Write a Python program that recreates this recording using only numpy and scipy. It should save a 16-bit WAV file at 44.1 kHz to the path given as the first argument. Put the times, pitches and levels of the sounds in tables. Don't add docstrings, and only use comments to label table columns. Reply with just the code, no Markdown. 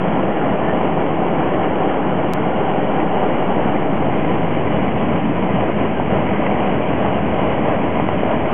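import sys
import numpy as np
from scipy import signal
from scipy.fft import rfft, irfft, next_fast_len
from scipy.io import wavfile
from scipy.ndimage import uniform_filter1d, map_coordinates

SR = 44100
rng = np.random.default_rng(int(sys.argv[2]) if len(sys.argv) > 2 else 0)


def boost_factor(decibels):
    exponent = np.asarray(decibels, float) / 20
    return 10 ** exponent


def bounce(signal):
    frames = np.transpose(np.atleast_2d(signal))
    limited = np.clip(frames, -1, 1)
    pcm = np.round(limited * 32767).astype(np.int16)
    wavfile.write(sys.argv[1], SR, pcm)


N = 376173
SPLICE_S = 103011 / 44100

# (time [s], peak level [dB], thud pitch [Hz], clink level [dB])
JOINTS = [(0.718, -9, 610, -23.5), (0.975, -3.5, 792, -20.5), (1.265, -7, 727, -24.5),
          (1.311, -8, 504, -18), (1.873, -7.5, 485, -24.5), (2.529, -14, 780, -17.5),
          (2.731, -10.5, 680, -21.5), (2.872, -9.5, 613, -19.5), (2.981, -8, 737, -23.5),
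          (3.227, -5.5, 650, -19.5), (3.377, -8, 579, -19.5), (3.594, -5.5, 557, -22),
          (3.866, -5.5, 632, -25.5), (4.097, -6, 756, -20.5), (5.146, -9, 600, -15.5),
          (5.49, -5.5, 640, -14.5), (5.634, -3, 630, -21.5), (5.697, -3.5, 458, -19.5),
          (5.998, -3, 732, -21.5), (6.13, -9, 504, -22), (6.493, -4.5, 640, -23), (6.804, -6, 563, -20.5),
          (7.123, -6.5, 625, -21.5), (7.33, -6, 600, -16), (7.682, -5, 622, -22), (7.998, -2.5, 740, -14),
          (8.088, -2.5, 707, -10.5), (8.232, -1.5, 517, -20.5), (8.306, -6, 658, -19)]


def unit(x):
    return x / np.sqrt(np.mean(x ** 2) + 1e-20)


def wobble(rate_hz):
    knots = rng.standard_normal(int(N * rate_hz / SR) + 4)
    return map_coordinates(knots, [np.arange(N) * rate_hz / SR])


def coloured(x, spectrum):
    size = next_fast_len(N + 8192)
    hz, db = np.transpose(spectrum)
    bins_hz = np.fft.rfftfreq(size, 1 / SR)
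    gain = boost_factor(np.interp(np.log(bins_hz + 1), np.log(hz + 1), db))
    return unit(irfft(rfft(x, size) * gain, size)[:N])


def roughness(patchy_db):
    bins = signal.stft(rng.standard_normal(N), nperseg=512)[2]
    patches = uniform_filter1d(rng.standard_normal(bins.shape), size=4, axis=0)
    patches = uniform_filter1d(patches, size=8, axis=1)
    noise = signal.istft(bins * boost_factor(patchy_db * unit(patches)), nperseg=512)[1]
    return unit(noise[:N])


def rattle(spread_db, count):
    when, sign, size = rng.random((count, 3)).T
    blows = np.sign(sign - 0.5) * boost_factor(spread_db * size ** 3)
    return unit(np.bincount((when * N).astype(int), blows, N))


def microphone(x):
    # (frequency [Hz], gain [dB])
    band_edge = [(3200, 1), (3400, -0.5), (3550, -5), (3700, -14.5), (3850, -49.5), (4000, -120)]
    return coloured(x, band_edge) * np.std(x)


def rolling(view):
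    # (frequency [Hz], density [dB per Hz])
    boom_spectrum = [(12, -38.5), (25, -23), (35, -14), (50, -9.5), (83, -0.5), (110, -4), (140, -29.5),
                     (240, -120)]
    # (frequency [Hz], density [dB per Hz])
    floor_spectra = [
        [(65, -38.5), (110, -12.5), (120, -10), (140, -6.5), (172, -0.5), (253, -5.5), (307, -1.5), (370, -6.5), (480, -30), (810, -120)],
        [(65, -35.5), (110, -4.5), (156, -2.5), (193, 0.5), (269, -3.5), (296, -1), (324, -4.5), (370, -8), (480, -40), (810, -120)],
    ]
    # (frequency [Hz], density [dB per Hz])
    panel_spectra = [
        [(220, -35), (370, -3), (420, -0.5), (480, -2.5), (525, 1), (573, -5), (625, 0.5), (692, -4), (750, 0.5), (825, -2.5), (895, -7.5), (980, -6), (1250, -15), (1620, -44.5), (2750, -120)],
        [(220, -35.5), (370, -5), (420, 0), (480, -2), (553, -3), (625, 1), (690, -3.5), (750, -1), (810, -3.5), (900, -8), (985, -5), (1250, -17.5), (1620, -45), (2750, -120)],
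    ]
    # (frequency [Hz], density [dB per Hz])
    wheel_spectra = [
        [(740, -28.5), (1250, -7.5), (1370, -0.5), (1530, -4.5), (1820, -5.5), (1990, -6), (2370, -7), (2510, -12), (2860, -8.5), (3070, -11.5), (3300, -18), (4290, -50.5), (7260, -120)],
        [(740, -29.5), (1250, -0.5), (1310, -2.5), (1640, -2.5), (1780, -4), (1990, -1.5), (2330, -2.5), (2680, -8), (2910, -5), (3130, -10), (3300, -15.5), (4290, -45.5), (7260, -120)],
    ]
    # (boom level [dB], floor level [dB], panels level [dB], wheels level [dB])
    levels_db = [
        (-38.5, -21, -20, -32.5),
        (-32.5, -20.5, -21, -31.5),
    ]
    # (time [s], rail roughness [dB], sway of the car on its springs [dB])
    rail = [(0, -1, 0), (.8, 0.5, 0), (1.6, 0.5, 0), (2.4, 0, -0.5), (3.2, -0.5, -1), (3.8, -1, 0.5),
            (4.4, -0.5, 0.5), (5, -1, 1), (5.6, -1, 0.5), (6.2, 0, -0.5), (6.8, 1.5, -0.5), (7.3, 2, -1.5),
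            (7.8, 0, 0), (8.53, 0, 0)]
    # (to roughness [dB per dB], to sway [dB per dB])
    follows = [
        (0.7, 1.2),
        (.3, .9),
        (.9, .1),
        (0.6, .1),
    ]
    shake_db = .8, 1.2
    wheels_rise_db_per_s = -0.1, 0.08

    t = np.arange(N) / SR
    knots_s, rough_knots_db, sway_knots_db = np.transpose(rail)
    rough_db = np.interp(t, knots_s, rough_knots_db)
    sway_db = np.interp(t, knots_s, sway_knots_db)
    boom_db, floor_db, panels_db, wheels_db = [
        db + per_rough * rough_db + per_sway * sway_db
        for db, (per_rough, per_sway) in zip(levels_db[view], follows)]
    wheels_db = wheels_db + wheels_rise_db_per_s[view] * (t - t.mean())

    jolt_db = shake_db[view] * unit(wobble(13) + 0.5 * wobble(30))
    blows = rattle(spread_db=10, count=1500)
    boom = coloured(roughness(patchy_db=0.2), boom_spectrum)
    floor = coloured(roughness(patchy_db=0.68) + 0.32 * blows, floor_spectra[view])
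    panels = coloured(roughness(patchy_db=0.28) + 0.3 * blows, panel_spectra[view])
    wheels = coloured(roughness(patchy_db=1.03) + 0.34 * blows, wheel_spectra[view])

    body = boost_factor(boom_db) * boom + boost_factor(floor_db + 0.1 * jolt_db) * floor
    body = body + boost_factor(panels_db + jolt_db) * panels
    return microphone(body + boost_factor(wheels_db + 0.71 * jolt_db) * wheels)


def clink(t):
    # (frequency [Hz], level [dB], 60 dB decay [s])
    modes = [(1150, 0, .006), (1550, -1, .006), (2000, -1, .008), (2400, -3, .007), (2950, -7, .005),
             (3300, -15, .005)]
    ring = sum(boost_factor(db + rng.normal(0, 1.5) - 60 * t / t60_s) * np.sin(2 * np.pi * hz * t)
               for hz, db, t60_s in modes)
    return ring * (1 - np.exp(-t / 0.0004))


def thud(t, hz, cycles):
    late = t * hz - 1.3
    return np.exp(-(late / cycles) ** 2) * np.cos(2 * np.pi * late)


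def knocks():
    # (time [s], peak level [dB])
    ticks = [
        (0.2942, -19),
        (0.8021, -19),
        (0.9951, -23.5),
        (3.002, -10.5),
        (4.5141, -23),
        (4.9666, -19.5),
        (6.4662, -6.5),
        (7.1875, -18.5),
    ]
    # (time [s], peak level [dB], pitch [Hz])
    thumps = [(0.504, -11, 171.5), (1.042, -8, 315), (2.417, -18.5, 178), (2.47, -13, 363),
              (2.709, -10.5, 176), (3.565, -8.5, 255), (3.653, -4.5, 221.5), (4.736, -6, 179.4),
              (4.963, -8, 233), (5.146, -5.5, 176), (5.286, -13, 293), (5.537, -4.5, 188),
              (5.69, -11.5, 300), (6.119, -8.5, 162), (6.392, -5.5, 285), (7.762, -7.5, 171)]
    # (frequency [Hz], gain [dB])
    soft_edge = [(2900, 0), (3200, -7), (3450, -24), (3700, -60), (3950, -120)]

    out, t = np.zeros(N + SR), np.arange(SR // 20) / SR
    for s, db, hz, clink_db in JOINTS:
        blow = thud(t, hz, cycles=0.7) + boost_factor(clink_db + 6.5) * clink(t)
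        out[round(s * SR):][:len(t)] += boost_factor(db - 2.5) * blow
    for s, db in ticks:
        out[round(s * SR):][:len(t)] += boost_factor(db - 2.5) * clink(t)
    for s, db, hz in thumps:
        out[round(s * SR):][:len(t)] += boost_factor(db - 4.0) * thud(t, hz, cycles=0.8)
    return coloured(out[:N], soft_edge) * np.std(out[:N])


def squeaks():
    # (time [s], pitch [Hz], level [dB], half length [s])
    touches = [
        (.692, 1780, -28, .024),
        (.64, 1780, -38, .03),
        (.52, 1850, -35, .02),
        (5.98, 1570, -33, .025),
        (4.675, 2350, -34.5, .014),
        (4.675, 2050, -34.5, .014),
    ]
    t = np.arange(N) / SR
    drift_rad, slip_db = 0.9 * wobble(60), 2.5 * wobble(70)
    out = np.zeros(N)
    for s, hz, db, half_s in touches:
        swell = np.exp(-((t - s) / half_s) ** 2)
        out += boost_factor(db + slip_db) * swell * np.sin(2 * np.pi * hz * t + drift_rad)
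    return out


def duck(depth):
    moments = np.bincount([round(s * SR) for s, *_ in JOINTS], minlength=N)
    dip = np.exp(-(np.arange(-500, 501) / SR / 0.004) ** 2)
    return 1 - depth * signal.fftconvolve(moments, dip, "same")


def splice_click(t):
    return 0.19 * np.where(t < 0, -1, 1) * np.exp(-abs(t) / 0.001)


def scene():
    # (time after the splice [s], first view gain [1], second view gain [1])
    dissolve = [
        (0, 1, 0),
        (.4, 1, .13),
        (.9, 1, .38),
        (1.5, .86, .53),
        (2.1, .45, .92),
        (2.5, .15, 1),
        (2.8, 0, 1),
    ]
    frame_s, offset = 0.04, -0.071
    t = np.arange(N) / SR - SPLICE_S
    frame_start_s = np.floor(t / frame_s) * frame_s
    knots_s, first_knots, second_knots = np.transpose(dissolve)
    first = np.interp(frame_start_s, knots_s, first_knots)
    second = np.interp(frame_start_s, knots_s, second_knots)
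    ride = duck(depth=0.33) * (first * rolling(0) + second * rolling(1))
    return (ride + offset * (first + second) + knocks() + squeaks() + splice_click(t))[None]


def low_pass(x):
    return signal.sosfilt(signal.butter(12, 15850, fs=SR, output="sos"), x)


def record(dry):
    hiss = boost_factor(-99) * rng.standard_normal(dry.shape)
    return low_pass(dry + hiss)


dry = scene()
out = record(dry)
bounce(out)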